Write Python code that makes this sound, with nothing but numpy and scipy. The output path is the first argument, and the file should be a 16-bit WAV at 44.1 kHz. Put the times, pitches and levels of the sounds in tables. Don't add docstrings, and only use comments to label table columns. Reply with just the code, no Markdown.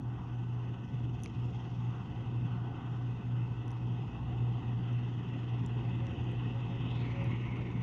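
import sys
import numpy as np
from scipy import signal
from scipy.io import wavfile
from scipy.ndimage import uniform_filter1d

SR = 44100
rng = np.random.default_rng(int(sys.argv[2]) if len(sys.argv) > 2 else 0)


def boost(x):
    u = np.asarray(x, float) / 20
    return 10 ** u


def materialize(psi):
    bounded = np.clip(np.atleast_2d(psi).T, -1, 1)
    quanta = np.round(bounded * 32767).astype(np.int16)
    wavfile.write(sys.argv[1], SR, quanta)


N = 344862

# time_s, gain_db
NEARNESS = [(0, -10), (.19, -4), (1, -2), (2, -1), (3.7, -1), (4.5, 1.5), (5.2, 1.5), (5.7, 2.5),
            (6.5, 4.5), (7.1, 5.5), (7.82, 3.5)]
BASS_TOP_HZ, ROAR_TOP_HZ = 285, 3930


def column(rows, k, t):
    rows = np.asarray(rows, float)
    return np.interp(t, rows[:, 0], rows[:, k])


def read(points, hz):
    f, value = np.transpose(points)
    return np.interp(np.log(hz + 1), np.log(f + 1), value)


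def evened(x):
    return x / np.sqrt(np.mean(np.abs(x) ** 2) + 1e-30)


def bumps(rows, t):
    return sum(db * np.exp(-((t - s) / half) ** 2) for s, db, half in rows)


def drift(rate_hz, count=24):
    f = rate_hz * np.geomspace(.08, 1, num=count)[:, None]
    t = np.arange(0, N + 512, 256) / SR
    sines = np.sin(2 * np.pi * (f * t + rng.random((count, 1))))
    slow = evened((sines / f ** 0.29).sum(0))
    return np.interp(np.arange(N) / SR, t, slow)


def tone(turns, db):
    return np.sqrt(2) * boost(db) * np.sin(2 * np.pi * (turns + rng.random()))


def colour(hz, turned):
    # pitch_hz, density_db
    rumble = [(15, -93), (30, -86), (45, -80.5), (60, -74), (100, -67), (135, -62.5), (170, -64),
              (210, -69), (300, -72), (450, -81.5), (500, -87), (540, -88), (590, -95), (680, -87.9)]
    # pitch_hz, density_db
    facing = [(600, -99), (680, -87.5), (720, -82), (1000, -86.5), (1400, -92), (1700, -99.5),
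              (1980, -90.5), (2180, -102), (2400, -103), (2580, -88.5), (3000, -93), (3550, -99),
              (3750, -105), (3950, -114)]
    # pitch_hz, density_db
    aside = [(600, -87), (680, -95), (720, -88), (1000, -81.5), (1400, -91), (1680, -100.3), (1850, -91),
             (2050, -87), (2200, -86), (2420, -95), (2580, -87.5), (3000, -93), (3600, -101.8),
             (3950, -108.6)]
    # pitch_hz, density_db
    chaff = [(3900, -111.1), (4300, -112.8), (5400, -113.0), (6000, -112.2), (6600, -114.2), (7200, -120.8),
             (7900, -127.5), (9500, -130.9), (11500, -134.8), (14000, -136.9), (15000, -132.6),
             (15700, -135.1)]
    middle = read(facing, hz) * (1 - turned) + read(aside, hz) * turned
    top = read(chaff, hz) + turned * 2.0 * np.exp(-((hz - 3950) / 600) ** 2)
    return np.where(hz < 600, read(rumble, hz), np.where(hz < 3950, middle, top))


def shafts():
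    whine_hz = [
        546,
        1501,
    ]
    whine_db = [
        -76.5,
        -72.5,
    ]
    whine_waver_db = [
        2.5,
        2,
    ]
    # centre_s, change_db, half_length_s
    flares = [(.9, 4, 0.22), (2.75, 9.5, .07), (3.274, 6, 0.089), (4.203, 6, 0.073), (4.92, 8, 0.051),
              (5.382, 11, 0.089), (5.903, 9, 0.071), (6.147, 14, .1), (6.04, 14, 0.046), (6.56, 21.5, .05),
              (6.74, 18, 0.071), (7.206, 17, 0.088), (7.5, 10.5, 0.34)]
    # centre_s, change_db, half_length_s
    fades = [
        (1.7, -6, 0.34),
        (2.6, 4, 0.79),
        (4.4, -5.5, 0.45),
        (5.1, -3, 0.12),
        (7.14, -20, .09),
    ]
    # pitch_hz, level_db, fuzz_hz
    turning_parts = [(7.9, -80, .3), (38.9, -76, .3), (46.1, -76, .3), (53.9, -62, .3), (61, -58, .4),
                     (69.2, -64, .5), (88.9, -63, .6), (176, -55, 4), (187.2, -61, 2), (230.6, -59, 1.5),
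                     (244, -58, 3), (713, -72, 6), (775, -74, 8), (881, -72.5, 9), (963, -74, 12)]
    t = np.arange(N) / SR
    out = np.zeros(N)
    for hz, db, waver_db, changes in zip(whine_hz, whine_db, whine_waver_db, (flares, fades)):
        turns = np.cumsum(hz + 2.5 * drift(5)) / SR
        out += tone(turns, db + bumps(changes, t) + waver_db * drift(10))
    near_db = .5 * column(NEARNESS, 1, t)
    for hz, db, fuzz in turning_parts:
        turns = np.cumsum(hz + .5 * fuzz * drift(4)) / SR
        out += tone(turns, db + near_db + 3.5 * drift(3 + 2 * fuzz))
    return out


def stalks():
    # start_s, high_db, middle_db, middle_hz, low_db
    snaps = [(1.2016, -78, -67, 6000, -88), (1.2206, -69, -69, 6000, -88), (1.2352, -45, -42, 6000, -70),
             (1.2431, -55, -52, 6000, -88), (1.2527, -60, -56, 6000, -88), (1.2596, -62, -50, 6000, -40),
             (1.2747, -78, -61, 6000, -88), (1.279, -76, -61, 6000, -59), (3.6801, -63, -57, 6000, -74),
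             (3.7061, -72, -56, 5600, -58), (3.7153, -61, -59, 6000, -88), (4.9284, -73, -62, 6000, -88),
             (5.4949, -79, -67, 6000, -88), (5.6615, -61, -51, 7100, -88), (5.6641, -68, -56, 5800, -62),
             (5.9558, -88, -70, 7300, -88), (5.976, -75, -88, 6000, -88), (6.0681, -78, -55, 5800, -49),
             (6.2409, -83, -64, 6000, -88), (6.3164, -71, -68, 7800, -88), (7.2424, -62, -58, 6000, -62),
             (7.2701, -88, -64, 5000, -88), (7.3584, -78, -70, 6000, -88), (7.5679, -72, -66, 6000, -88)]
    # pitch_hz, width_hz
    port = [
        (9700, 600),
        (6000, 520),
        (2300, 550),
    ]
    out, t = np.zeros(N + 400), np.arange(400) / SR
    (high_hz, high_width), (_, mid_width), (low_hz, low_width) = port
    noises = rng.standard_normal((len(snaps), len(t)))
    for (s, high_db, mid_db, mid_hz, low_db), noise in zip(snaps, noises):
        burst = noise * np.exp(-t / .0003)
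        rings = (high_hz, high_width, high_db), (mid_hz, mid_width, mid_db), (low_hz, low_width, low_db)
        skirt = (1.11 * high_hz, 1.8 * high_width, high_db - 6)
        body = (.76 * mid_hz, 2.5 * mid_width, mid_db - 5)
        knock = (1.5 * low_hz, 2.2 * low_width, low_db - 1)
        for hz, width, db in (*rings, skirt, body, knock):
            steep = t ** 2 * np.exp((2j * np.pi * hz - 2 * np.pi * width) * t)
            ring = signal.fftconvolve(burst, steep)[:len(t)]
            out[round(s * SR):][:len(t)] += boost(db + 1.0) * ring.real / abs(ring).max()
    return out[:N]


def thresher(size, low_hz, top_hz, patchy_db, flicker_db, beat_share):
    band_hz = [400, 750, 1450, 1900, 3800, 4400]
    follow = [0.64, .5, 0.41, 1.0, 0.84, 0.26]
    # centre_s, half_length_s, change_db, pitch_hz
    wads = [(0.097, 0.26, 4.5, 1000), (1.35, 0.18, -1.5, 1006), (1.645, .5, 3, 6060), (2.0, 0.23, 2, 1000),
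            (2.722, 0.41, 3.5, 986), (4.202, 0.17, -5, 350), (4.473, 0.33, 3, 500), (5.55, 0.25, 1.5, 2830),
            (6.102, 0.12, 1.5, 5970), (6.874, 0.087, -1, 2800), (7.044, 0.052, 0.5, 2400),
            (6.898, .1, 3, 606), (6.92, 0.17, 0.5, 6060), (7.236, 0.06, 2, 1010), (7.64, 0.16, -1, 1000)]
    # time_s, depth_db
    beat = [(0, 0.5), (.5, 1), (1.1, 2), (1.8, 1), (4.6, 0.5), (5.4, 1.6), (6.3, 0.5), (6.9, 1.5),
            (7.82, 1.5)]
    # time_s, turned_0_to_1
    turn = [
        (0, 0),
        (6.8, 0),
        (6.95, .2),
        (7.0, 1),
        (7.82, 1),
    ]
    # centre_s, half_length_s, pitch_hz, climb_hz_per_s, width_hz, level_db
    swing = (6.97, .14, 3900, 5500, 800, 10.0)
    knife_hz, knife_first_s, wad_octaves = 19.785, .0354, .9
    hop = size // 4
    hz = np.fft.rfftfreq(size, 1 / SR)[:, None]
    t = np.arange(N // hop + 5) * hop / SR
    bins = len(hz)
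    hz = hz[:int(top_hz * size / SR) + 1]
    a, b, patches = rng.standard_normal((len(t), len(hz), 3)).T
    patches = uniform_filter1d(patches, size=int(.09 * SR / hop) + 1, axis=1)
    patches = evened(uniform_filter1d(patches, size=int(400 * size / SR) + 1, axis=0))

    level_db = np.interp(hz, band_hz, follow) * column(NEARNESS, 1, t)
    for s, half, db, wad_hz in wads:
        octaves = np.log2((hz + 1) / wad_hz)
        level_db += np.exp(-(octaves / wad_octaves) ** 4) * bumps([(s, db, half)], t)

    stroke = 2 * np.pi * knife_hz * (t - knife_first_s)
    strokes = np.cos(stroke) + .3 * np.cos(stroke / 2) + .25 * np.cos(2 * stroke)
    reach = np.clip(hz / 4500, 0, 1) ** 0.5
    beat_db = beat_share * reach * column(beat, 1, t) * strokes
    gusts = uniform_filter1d(rng.standard_normal(len(t)), size=int(.03 * SR / hop) + 1)
    gust_db = flicker_db * evened(gusts)

    alive = np.clip((9000 - hz) / 2000, 0, 1)
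    moving_db = alive * (level_db + patchy_db * patches + beat_db + gust_db)
    field_db = colour(hz, np.clip(column(turn, 1, t), 0, 1)) + moving_db
    s, length, swing_hz, climb, width, db = swing
    off_hz = hz - swing_hz - climb * (t - s)
    field_db += db * np.exp(-((t - s) / length) ** 2 - (off_hz / width) ** 2)

    z = np.zeros((bins, len(t)), complex)
    z[:len(hz)] = (a + 1j * b) * boost(field_db) * (hz >= low_hz)
    density = np.sqrt(3 / 2 * SR / size)
    return density * signal.istft(z, nperseg=size, noverlap=size - hop)[1][:N]


def engine():
    # time_s, level_db, beat_hz (against the firing tone)
    drum_track = [(0.0, -52.2, 11.98), (0.45, -59.0, 12.24), (0.9, -64.4, 12.06), (1.4, -47.4, 12.13),
                  (1.85, -64.4, 10.41), (2.4, -47.6, 11.94), (2.95, -64.4, 12.64), (3.4, -50.6, 11.86),
                  (3.85, -50.1, 12.25), (4.3, -64.4, 14.85), (4.7, -49.4, 11.03), (5.15, -64.4, 7.94),
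                  (5.6, -56.3, 10.74), (5.95, -49.6, 12.55), (6.4, -53.8, 11.19), (6.8, -54.7, 10.35),
                  (7.25, -53.3, 12.05), (7.82, -64.4, 12.81)]
    # multiple_of_cycle, level_db
    low_orders = [
        (1, -69),
        (2, -79),
        (4, -55),
        (12, -61),
    ]
    # centre_s, change_db, half_length_s
    lurches = [(0, -15.5, 0.018), (.25, -7, .09), (.82, -9, 0.12), (1.28, -12.5, 0.097), (1.64, -5.5, 0.12),
               (2.09, -11.5, 0.1), (2.78, -9, .11), (3.21, -6, 0.038), (3.37, 6, 0.087), (3.62, -3, 0.52),
               (4.17, -8.5, .12), (4.48, 4, 0.1), (4.62, -7, 0.039), (4.93, 2, 0.024), (5.3, -4.5, 0.14),
               (5.54, 2, 0.039), (5.87, 0, 0.034), (6.14, -8, 0.084), (6.65, -3, 0.28), (7.1, -2, 0.18),
               (7.31, 6, 0.036), (7.5, -5, 0.18), (7.72, -4, 0.04)]
    cycle_hz, firing_level_db, firing_rise = 20.02, -35, 0.17
    drum_rise, drum_waver_db = .6, 1.8
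    t = np.arange(N) / SR
    near_db = column(NEARNESS, 1, t)
    cycles = np.cumsum(cycle_hz * (1 + .0012 * drift(1.5))) / SR
    firing = np.exp(12j * np.pi * cycles)
    uneven_db = 1.3 * drift(25)
    firing_db = firing_level_db + firing_rise * near_db + bumps(lurches, t)

    beats = np.cumsum(column(drum_track, 2, t)) / SR + .2
    s, drum_db, _ = np.transpose(drum_track)
    drum = np.interp(t, s, boost(drum_db + 2.5)) * np.exp(-2j * np.pi * beats)
    drum = drum * boost(drum_rise * near_db + drum_waver_db * drift(6.7))
    out = np.sqrt(2) * (firing * (boost(firing_db + uneven_db) + drum)).real
    out += sum(tone(order * cycles, db) * boost(3.4 * drift(5.3)) for order, db in low_orders)

    orders = np.arange(14, 70)
    clatter_db = colour(orders * cycle_hz, 0) + 4.06 + 3.0 * rng.standard_normal(len(orders))
    wheel = np.arange(2049) / 2048
    pattern = sum(tone(k * wheel, db) for k, db in zip(orders, clatter_db))
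    return out + np.interp(cycles % 1, wheel, pattern) * boost(1.6 * drift(2))


def scene():
    bass = thresher(size=4096, low_hz=10, top_hz=BASS_TOP_HZ, patchy_db=1.5, flicker_db=2.5, beat_share=0)
    roar = thresher(size=1024, low_hz=BASS_TOP_HZ, top_hz=ROAR_TOP_HZ,
                    patchy_db=1.56, flicker_db=0.81, beat_share=1.3)
    hiss = thresher(size=512, low_hz=ROAR_TOP_HZ, top_hz=15770,
                    patchy_db=1.9, flicker_db=0.0, beat_share=1.4)
    straw = boost(-3.5) * bass + boost(-0.39) * roar + boost(-0.77) * hiss
    return (shafts() + stalks() + straw + engine())[None]


def low_pass(x):
    return signal.sosfilt(signal.butter(12, 15720, fs=SR, output="sos"), x)


def record(dry):
    return low_pass(dry)


dry = scene()
out = record(dry)
materialize(out)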